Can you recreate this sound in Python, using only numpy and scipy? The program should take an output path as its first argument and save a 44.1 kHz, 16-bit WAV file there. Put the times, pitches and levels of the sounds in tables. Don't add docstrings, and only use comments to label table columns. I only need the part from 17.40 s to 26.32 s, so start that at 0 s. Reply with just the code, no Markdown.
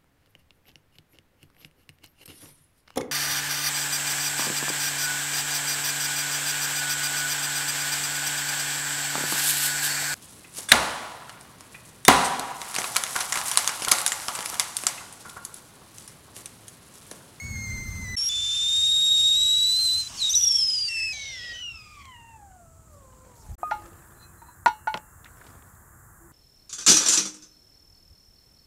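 import sys
import numpy as np
from scipy import signal
from scipy.io import wavfile

SR = 44100
rng = np.random.default_rng(int(sys.argv[2]) if len(sys.argv) > 2 else 0)


def output_pcm(signal):
    pcm = np.clip(np.atleast_2d(signal).T, -1, 1) * 32767
    wavfile.write(sys.argv[1], SR, np.round(pcm).astype(np.int16))


N = 393354
TIME = np.arange(N) / SR
BENCH, STOVE, GROUND = (-.1, .754), (.766, 6.153), (6.181, 9)


def whistle():
    steady = early() + squeal() + full_boil()
    rough = catch() + relapse() + shriek()
    return steady + rough + sinking() + split() + dying()


# t/s, f/Hz, level/dB
EARLY_PITCH = [(0.0, 2178, -39.5), (.07, 2220, -42.5), (.18, 2134, -38), (.36, 2086, -37.5),
               (.5, 2084, -42.5), (.63, 2074, -41), (.665, 2000, -40), (.755, 1993, -37)]
# multiple of the pitch, level/dB re the tone
EARLY_PARTIALS = [(1, 0), (2, -13.5), (3, -6), (4, -20.5)]


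def early():
    return register(EARLY_PITCH, EARLY_PARTIALS, wobble=.0045, breath_db=-25, flutter_db=1.2)


# t/s, f/Hz, level/dB
SQUEAL_PITCH = [(.768, 5460, -27.5), (.84, 5555, -25.5), (.89, 5650, -25)]
# multiple of the pitch, level/dB re the tone
SQUEAL_PARTIALS = [(1, 0), (2, -15.5)]


def squeal():
    return register(SQUEAL_PITCH, SQUEAL_PARTIALS, wobble=.0039, breath_db=-14, fade=.003)


# t/s, f/Hz, level/dB
BOIL_PITCH = [(.895, 3508, -28.5), (1.18, 3573, -26), (1.37, 3683, -22), (1.55, 3741, -20.5),
              (1.94, 3757, -19.5), (1.99, 3850, -20.5), (2.18, 3880, -21), (2.32, 3970, -22.5),
              (2.425, 4115, -22.5), (2.495, 4000, -22), (2.605, 4104, -26), (2.655, 3980, -43),
              (2.675, 4040, -33.5)]
# multiple of the pitch, level/dB re the tone
BOIL_PARTIALS = [(1, 0), (2, -13), (3, -26.5), (4, -45)]
# multiple of the pitch, level/dB re the tone, width/Hz
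BOIL_EDGES = [(.76, -31.5, 250), (.95, -23.5, 120), (1.24, -32, 150), (1.49, -24, 195), (1.75, -30.5, 200),
              (2, -25, 200), (2.37, -28, 200), (2.68, -40, 200), (3.5, -45, 300)]


def full_boil():
    return register(BOIL_PITCH, BOIL_PARTIALS, wobble=.004, breath_db=-22, roughening_db=7,
                    skirt_hz=240, edges=BOIL_EDGES, flutter_db=.9)


# t/s, f/Hz, level/dB
CATCH_PITCH = [(2.785, 4670, -38.5), (2.828, 3870, -22.5), (2.895, 3720, -25.5)]


def catch():
    return register(CATCH_PITCH, SQUEAL_PARTIALS, wobble=.013, breath_db=-10.5, fade=.017)


# t/s, f/Hz, level/dB
RELAPSE_PITCH = [(2.934, 3735, -27.5), (2.95, 3875, -22.5)]


def relapse():
    return register(RELAPSE_PITCH, SQUEAL_PARTIALS, wobble=.011, breath_db=-9)


# t/s, f/Hz, level/dB
SHRIEK_PITCH = [(2.9, 5670, -23), (2.93, 6085, -22.5), (2.96, 5880, -20), (3.14, 5507, -22.5),
                (3.485, 4620, -28.5)]
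# multiple of the pitch, level/dB re the tone
SHRIEK_PARTIALS = [(1, 0), (2, -27)]
# multiple of the pitch, level/dB re the tone, width/Hz
SHRIEK_EDGES = [(.61, -17.5, 70), (1.39, -24.5, 220), (1.61, -26.5, 250), (2, -26, 295.5)]


def shriek():
    tone = register(SHRIEK_PITCH, SHRIEK_PARTIALS, wobble=.018, settling_db=11, breath_db=-8.5,
                    roughening_db=-7, edges=SHRIEK_EDGES, flutter_db=2.2, skirt_hz=260, sputter_db=8)
    return tone * (1 - gate(RELAPSE_PITCH[0][0], RELAPSE_PITCH[-1][0]))


# t/s, f/Hz, level/dB
SINKING_PITCH = [(3.485, 2770, -34), (3.58, 2643, -29.5), (3.65, 2640, -29), (3.725, 2520, -34)]
# multiple of the pitch, level/dB re the tone
SINKING_PARTIALS = [(1, 0), (2, -2.5), (3, -19), (4, -32)]
# multiple of the pitch, level/dB re the tone, width/Hz
SINKING_EDGES = [(.73, -21, 130), (1.75, -23.5, 150), (2, -15.5, 200), (3, -21, 250), (3.9, -28, 400)]


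def sinking():
    return register(SINKING_PITCH, SINKING_PARTIALS, wobble=.0048, breath_db=-16.5, edges=SINKING_EDGES)


# t/s, f/Hz, level/dB
LOW_PITCH = [(3.73, 2310, -40.5), (3.91, 2143, -41), (4.0, 1934, -42), (4.125, 1907, -38.5),
             (4.22, 1950, -56)]
# multiple of the pitch, level/dB re the tone
LOW_PARTIALS = [(1, 0), (2, -14)]
# multiple of the pitch, level/dB re the tone, width/Hz
LOW_EDGES = [(.3, -20, 151.2), (1.42, -17.5, 180), (2, -27, 70), (2.52, -17, 220)]
# t/s, f/Hz, level/dB before its partials
TOP_PITCH = [(3.73, 6330, -41.5), (3.9, 5810, -44), (4.01, 5220, -44.5), (4.12, 5000, -46)]
# multiple of the pitch, level/dB re that level
TOP_PARTIALS = [(1, -0.5), (.632, -3), (.283, -18)]
# multiple of the pitch, level/dB re that level, width/Hz
TOP_EDGES = [(.53, -10.5, 160), (.65, -10, 180), (.76, -11.5, 70), (.9, -10, 200)]


def split():
    low = register(LOW_PITCH, LOW_PARTIALS, wobble=.0064, breath_db=-14, edges=LOW_EDGES, skirt_hz=120)
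    top = register(TOP_PITCH, TOP_PARTIALS, wobble=.0064, breath_db=-5, skirt_hz=220, edges=TOP_EDGES)
    return low + top


# t/s, f/Hz, level/dB before the partials and spout resonances
DYING_PITCH = [(4.135, 1530, -42.5), (4.26, 1434, -37.5), (4.41, 1257, -43.5), (4.54, 1206, -45),
               (4.65, 1086, -48.5), (4.77, 943, -50), (4.95, 896, -51.5), (4.99, 843, -53),
               (5.27, 660, -55.5), (5.48, 643, -60.5), (5.54, 586, -55.5), (5.68, 515, -58.5),
               (5.86, 517, -59), (6.15, 397, -61.5)]
# multiple of the pitch, level/dB re that level, lowest and highest pitch where each speaks f/Hz
DYING_PARTIALS = [(1, -.5, 490, 1150), (2, -1, 400, 1600), (3, -8, 910, 1100), (4, -1.5, 1255, 1600)]


def dying():
    return register(DYING_PITCH, DYING_PARTIALS, failing=True, wobble=.005, breath_db=-15,
                    flutter_db=2.5, skirt_hz=90)


# f/Hz, gain/dB
PIPE = [(400, -6), (580, -3), (640, -11.5), (680, -0.5), (930, -0.5), (1040, -2.5), (1200, -4.5),
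        (1400, -11), (1600, -13), (1780, -16.5), (2020, -1), (2270, -13), (2480, -10.5), (2850, 4),
        (3700, -17), (4400, -25), (4800, -17), (5050, -8), (5900, -10)]
STALL_DB_PER_OCTAVE = 72


def fading_db(partial, pitch):
    multiple, _, lowest_hz, highest_hz = partial
    outside = np.abs(np.log2(pitch / np.clip(pitch, lowest_hz, highest_hz)))
    return at_hz(PIPE, multiple * pitch) - STALL_DB_PER_OCTAVE * outside


def register(rows, partials, wobble, breath_db, edges=(), failing=False, fade=.008, flutter_db=.66,
             overtone_flutter_db=2.0, skirt_hz=170, sputter_db=3.5, roughening_db=0, settling_db=0):
    opening = gate(rows[0][0] - fade / 2, rows[-1][0] + fade / 2, fade)
    on = opening > 0
    size = int(on.sum())
    pitch, level_db = in_time(rows, TIME[on])
    progress = np.linspace(0, 1, size)
    waver = wobble * from_db(-settling_db * progress) * (drift(22, size) + .77 * drift(110, size))
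    phase = 2 * np.pi * np.cumsum(pitch * (1 + waver)) / SR
    breathiness = from_db(breath_db + roughening_db * progress)
    tone = 0
    for partial in partials:
        multiple, db = partial[:2]
        db = db + (flutter_db if multiple == 1 else overtone_flutter_db) * drift(35, size)
        if failing:
            db = db + fading_db(partial, pitch)
        clear = np.sqrt(2) * np.sin(multiple * phase)
        skirt = breathiness * np.sqrt(multiple) * breath(multiple * phase, skirt_hz)
        tone = tone + from_db(db) * (clear + skirt)
    sputter = rms_one(from_db(sputter_db * np.tanh(2 * drift(28, size))))
    for multiple, db, width in edges:
        tone = tone + from_db(db) * sputter * breath(multiple * phase, width)
    out = np.zeros(N)
    out[on] = tone * from_db(level_db)
    return out * opening


# multiple of its pitch, level/dB re the spurt, width/Hz
GURGLE = [(1, -6, 70), (1.848, -5, 120), (2.1, -1, 109.5), (2.8, -8, 130), (4, -11.5, 199), (5, -18, 150)]
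# t/s of the peak, level/dB before the blur, s to rise 20 dB, s to fall 20 dB
SPURTS = [(4.2, -55.5, .6, .9), (4.6, -55.5, .15, .15), (4.94, -71, .1, 0.058)]


def gurgle():
    phase = 2 * np.pi * np.cumsum(in_time(DYING_PITCH)[0]) / SR
    blur = sum(from_db(db) * breath(multiple * phase, width) for multiple, db, width in GURGLE)
    flicker = from_db(2.5 * drift(40))
    return blur * swells(SPURTS) * flicker * gate(DYING_PITCH[0][0], STOVE[1], edge=.05)


# t/s, level/dB per Hz before the spout's colour, f/Hz above which its hiss dulls
JET = [(.79, -72.5, 3650), (1.15, -70, 3730), (1.65, -79, 5100), (2.58, -74, 4960), (2.72, -79, 4120),
       (2.82, -70, 4260), (3.1, -75.5, 4000), (3.45, -76, 3800), (3.69, -87.5, 5400), (3.76, -77, 3400),
       (4.15, -77, 2800), (4.299, -92, 3000), (4.6, -91, 3200), (4.9, -120, 3400)]
# f/Hz, gain/dB
SPOUT = [(150, -45), (300, -25), (500, -36), (800, -34), (1300, -22.5), (2000, -18.5), (2800, -6),
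         (4100, -8.5), (4500, -10.5), (4800, -5.5), (5400, 1.5), (7500, 2.5), (9200, 2.5), (12000, 2.5),
         (15500, 2)]
JET_DULLING_DB = 10.5


def steam():
    level_db, corner_hz = in_time(JET)
    corner = np.log2(corner_hz)

    def level_at(hz):
        dulling_db = JET_DULLING_DB * np.maximum(np.log2(hz) - corner, 0) ** 2
        return level_db + at_hz(SPOUT, hz) - dulling_db
    return banded_noise(level_at, patchy_db=2.0, span=(STOVE[0], JET[-1][0]))


# f/Hz, level/dB per Hz
SEETHE = [(40, -80), (80, -73), (200, -88), (400, -98), (700, -101), (1250, -90), (1750, -88.5),
          (2100, -97), (3000, -106)]
LIFT_S, SEETHE_FALL_DB_PER_S = 2.75, 12


def seethe():
    simmer = banded_noise(lambda hz: at_hz(SEETHE, hz), patchy_db=1.5, span=(STOVE[0], JET[-1][0]))
    return simmer * from_db(-SEETHE_FALL_DB_PER_S * np.maximum(TIME - LIFT_S, 0))


# t/s of the peak, level/dB, s to rise 20 dB, s to fall 20 dB
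SLOSHES = [(2.55, -57, .1, .09), (2.71, -48, .08, 0.27), (3.15, -60, .5, .45)]
# f/Hz, relative level/dB per Hz
SLOSH = [(100, -7), (240, 1), (420, -11.5), (600, -7.5), (800, -1), (1100, 3), (1500, -21.5), (2500, -10),
         (8000, -30.5)]


def slosh():
    return stirred(SLOSHES, SLOSH, patchy_db=2.5, grain_db=1.0, until=DYING_PITCH[0][0])


# f/Hz before tuning, level/dB re the blow, t60/s, side of the wall where strong (signed)
POT = [(685, -4.5, 0.042, -0.22), (858, -3, 0.22, -0.93), (904, -0.5, 0.13, -0.082), (961, -2.5, .11, 1),
       (1434, -1.5, 0.11, -0.37), (1560, -29, 0.09, 0), (1806, -18, 0.12, 0.095), (1916, -9.5, 0.035, 0.36),
       (2200, -24, 0.22, -0.79), (2500, -21.5, 0.059, 0.49), (2650, -25, 0.1, 0.5),
       (2700, -44, 0.84, -0.82), (2870, -33, 0.36, -0.14), (3710, -30, 0.16, 0.63), (3720, -32, .1, 0.78),
       (3860, -32, .11, 0.093), (4090, -35, 0.29, -0.31), (4300, -30, 0.18, -0.2), (4370, -33, 0.19, 0.3),
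       (5669, -40, 0.25, 0.3), (5814, -39, 0.26, -0.34), (5920, -31, 0.15, -0.086), (8400, -32, .08, -0.11),
       (9960, -31, 0.036, 0.93)]
# t/s, level/dB, contact cut-off f/Hz, side struck/dB, tuning factor
POT_BLOWS = [(6.3125, -21.5, 7000, -2.5, 0.98), (7.018, -48.5, 13900, 9, 0.97),
             (7.085, -52, 14000, 12, 1.02), (7.26, -11, 12100, 5, 1.001), (7.472, -22.5, 7000, -6.5, 1.013),
             (7.543, -34.5, 9000, -5.5, 1.0)]


def pot():
    return struck(POT, POT_BLOWS)


def clatter(level_db=-26.0, fall_db=-6, count=130):
    out, t = np.zeros(N), TIME[:SR // 3]
    hz = np.geomspace(1100, 6500, count)[:, None] * rng.uniform(.98, 1.02, (count, 1))
    for s, db, *_ in POT_BLOWS:
        strength = rng.uniform(-1, 1, (count, 1))
        t60 = rng.uniform(.07, .19, (count, 1))
        mode_db = db + level_db + fall_db * np.log2(hz / hz[0]) - 60 * t / t60
        add(out, s, np.sum(strength * from_db(mode_db) * np.sin(2 * np.pi * hz * t), axis=0))
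    return out


# f/Hz before tuning, level/dB re the blow, t60/s, side of the wall where strong (signed)
MUG = [(726, -1, 0.035, -0.5), (900, 0.5, 0.014, 0), (1261, -8, 0.46, 0.4), (2537, -34, .24, 1.44),
       (4080, -47, 0.083, 2.5), (6000, -54, 0.13, 2)]
# t/s, level/dB, contact cut-off f/Hz, side struck/dB, tuning factor
MUG_BLOWS = [(6.2307, -17.5, 6000, 0, 0.98)]


def mug():
    return struck(MUG, MUG_BLOWS)


# t/s of the peak, level/dB, s to rise 20 dB, s to fall 20 dB
RUBS = [(6.83, -52, 0.053, 0.033), (7.02, -68, .08, .12), (7.08, -66, .06, 0.074)]
RUB_SIDE_DB = 26.5


def rub():
    ring = struck(MUG, [(0, 0, 9800, RUB_SIDE_DB, 1.0)])[:SR // 4]
    slips = rng.standard_normal(N) * swells(RUBS)
    return signal.fftconvolve(slips, ring / np.linalg.norm(ring))[:N]


def struck(modes, blows):
    out, t = np.zeros(N), TIME[:SR]
    for s, db, contact_hz, side_db, tuning in blows:
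        ring = np.zeros(len(t))
        for k, (hz, mode_db, t60, side) in enumerate(modes):
            decay = from_db(db + mode_db + side * side_db - 60 * t / t60)
            ring += (-1) ** k * decay * np.sin(2 * np.pi * hz * tuning * t)
        add(out, s, filtered(ring, contact_hz, "low", order=1))
    return out


# t/s, level/dB, lowest f/Hz, highest f/Hz, t60/s
KNOCKS = [(4.654, -40.5, 500, 5000, 0.012), (6.3105, -32, 397, 2750, 0.019),
          (6.459, -48.5, 805, 7030, 0.028), (6.53, -54, 600, 2520, 0.022),
          (7.2604, -18.5, 500, 4500, 0.0088), (7.261, -33.5, 216, 510, 0.12),
          (7.279, -28.5, 905, 4370, 0.027), (7.5418, -23.5, 496, 3100, 0.016), (7.542, -30, 90, 1200, 0.13),
          (7.574, -29, 200, 4100, 0.017), (7.8448, -39.5, 900, 4500, 0.014),
          (7.856, -44.5, 1100, 2240, 0.1), (8.013, -43.5, 1000, 1800, 0.045),
          (8.066, -48.5, 1200, 5000, 0.047), (8.2238, -45.5, 600, 2200, 0.012),
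          (8.3515, -58, 2000, 9000, .012)]


def knocks():
    out, t = np.zeros(N), TIME[:SR // 4]
    for s, db, low_hz, high_hz, t60 in KNOCKS:
        crack = rms_one(filtered(rng.standard_normal(len(t)), [low_hz, high_hz], "band"))
        add(out, s, crack * from_db(db - 60 * t / t60))
    return out


# t/s of the peak, level/dB, s to rise 20 dB, s to fall 20 dB
RUSTLES = [(5.55, -69, .12, .3), (5.85, -60.5, 0.8, 0.5), (6.12, -62, 1, 0.1), (6.41, -51.5, 0.55, 0.68),
           (7.9, -65, .12, .3), (8.07, -52, 0.3, 0.35)]
# f/Hz, relative level/dB per Hz
RUSTLE = [(100, 9.5), (400, 5), (1400, 2), (2600, -11), (4800, -14), (8000, -14), (15000, -25)]
# t/s of the peak, level/dB, s to rise 20 dB, s to fall 20 dB
SWISHES = [(5.54, -64, .05, .13), (5.81, -68, .1, .1), (5.96, -59, 0.037, .5), (6.12, -60.5, .3, .5)]
# f/Hz, relative level/dB per Hz
SWISH = [(300, -1.5), (1200, -7), (2500, -13.5), (4000, 2), (6000, 9), (9000, 5), (15000, 1)]


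def rustle():
    grass = stirred(RUSTLES, RUSTLE, patchy_db=3.0, grain_db=2.5, until=GROUND[1])
    shoes = stirred(SWISHES, SWISH, patchy_db=4.5, grain_db=.5, until=STOVE[1])
    return grass + shoes


def bump(s=6.118, width=.031, level_db=-33):
    rumble = filtered(rng.standard_normal(N), [40, 85], "band") * np.exp(-.5 * ((TIME - s) / width) ** 2)
    return from_db(level_db) * np.sqrt(2) * rumble / np.abs(rumble).max()


# f/Hz, level/dB per Hz
BENCH_AIR = [(25, -62), (50, -58), (105, -55), (150, -71.5), (215, -65), (280, -80), (600, -88.5),
             (1700, -86.5), (3000, -100), (5000, -92), (8000, -90), (10000, -97), (15500, -95.5)]
# f/Hz, level/dB per Hz
STOVE_AIR = [(25, -85), (55, -73.5), (90, -73), (160, -84.5), (300, -92), (600, -99.5), (1200, -97.5),
             (2000, -109), (3600, -116), (5500, -110), (6400, -104), (7200, -94), (9000, -103),
             (11000, -108), (15500, -110)]
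# f/Hz, level/dB per Hz
GROUND_AIR = [(25, -83), (90, -73), (160, -83), (300, -92.5), (600, -96.5), (1150, -88), (1750, -90),
              (2300, -113), (3000, -121), (4200, -122), (5300, -115), (6300, -108), (7100, -92.5),
              (9500, -101), (14000, -99), (15500, -103)]


def meadow():
    bench = banded_noise(lambda hz: at_hz(BENCH_AIR, hz), patchy_db=2.5, span=BENCH)
    stove = banded_noise(lambda hz: at_hz(STOVE_AIR, hz), patchy_db=.27, span=STOVE)
    ground = banded_noise(lambda hz: at_hz(GROUND_AIR, hz), patchy_db=-.5, span=GROUND)
    return bench + stove + ground + (trill() + hum()) * gate(*GROUND)


def trill(centre_hz=10550, strokes_hz=44, level_db=-72):
    rasp = rms_one(filtered(rng.standard_normal(N), [centre_hz - 180, centre_hz + 180], "band"))
    return from_db(level_db) * rasp * (1 + np.sin(2 * np.pi * strokes_hz * TIME))


# t/s of the peak, level/dB, s to rise 20 dB, s to fall 20 dB
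HUM_SWELLS = [(6.3, -55, 1.5, 1.07), (8.92, -55, .4, .4)]


def hum(hz=342):
    return swells(HUM_SWELLS) * breath(2 * np.pi * hz * TIME, width=7.6)


def stirred(movements, colour, patchy_db, grain_db, until):
    first_s, _, rise, _ = movements[0]
    noise = banded_noise(lambda hz: at_hz(colour, hz), patchy_db, span=(first_s - 2 * rise, until))
    grain = from_db(grain_db * drift(88))
    return swells(movements) * grain * noise / np.std(noise[noise != 0])


def swells(rows):
    power = 0
    for s, db, rise, fall in rows:
        below_peak_db = 20 * np.maximum((s - TIME) / rise, (TIME - s) / fall)
        power = power + from_db(db - below_peak_db) ** 2
    return np.sqrt(power)


def banded_noise(level_at, patchy_db, span):
    opening = gate(*span)
    on = opening > 0
    size, out = int(on.sum()), np.zeros(N)
    edges = np.geomspace(170, 16150, 46) - 150
    white = rng.standard_normal((2, size)) * np.sqrt(SR / 2)
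    for k, (low, high) in enumerate(zip(edges, edges[1:])):
        band = filtered(white[k % 2], [low, high], "band", order=3)
        level_db = np.broadcast_to(level_at(np.sqrt(low * high)), N)[on]
        out[on] += band * from_db(level_db + patchy_db * drift(17, size))
    return out * opening


def breath(phase, width):
    return drift(width, len(phase)) * np.sin(phase) + drift(width, len(phase)) * np.cos(phase)


def drift(rate, size=N):
    step, run_in = 8, 2000
    low_pass = signal.butter(2, rate, fs=SR / step, output="sos")
    slow = signal.sosfilt(low_pass, rng.standard_normal(size // step + run_in + 2))[run_in:]
    return np.interp(np.arange(size) / step, np.arange(len(slow)), rms_one(slow))


def gate(start, end, edge=.004, t=TIME):
    return np.clip(np.minimum(t - start, end - t) / edge + .5, 0, 1)


def filtered(x, hz, kind, order=2):
    return signal.sosfilt(signal.butter(order, np.clip(hz, 10, .45 * SR), kind, fs=SR, output="sos"), x)


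def in_time(rows, t=TIME):
    s, *columns = np.transpose(rows)
    return [np.interp(t, s, column) for column in columns]


def at_hz(points, hz):
    curve = np.array(points)
    return np.interp(np.log(hz), np.log(curve[:, 0]), curve[:, 1])


def from_db(db):
    return 10 ** (np.asarray(db) / 20)


def rms_one(x):
    return x / np.sqrt(np.mean(np.abs(x) ** 2) + 1e-20)


def add(out, s, sound):
    start = int(s * SR)
    out[start:start + len(sound)] += sound[:N - start]


def scene():
    kettle = whistle() + gurgle() + steam() + seethe() + slosh()
    dishes = pot() + clatter() + mug() + rub() + knocks()
    sound = kettle + dishes + rustle() + bump() + meadow()
    return (sound * (gate(*BENCH) + gate(*STOVE) + gate(*GROUND)))[None]


CUTOFF_HZ = 15600


def record(dry):
    return signal.sosfilt(signal.ellip(10, .1, 80, CUTOFF_HZ, fs=SR, output="sos"), dry)


dry = scene()
out = record(dry)
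output_pcm(out)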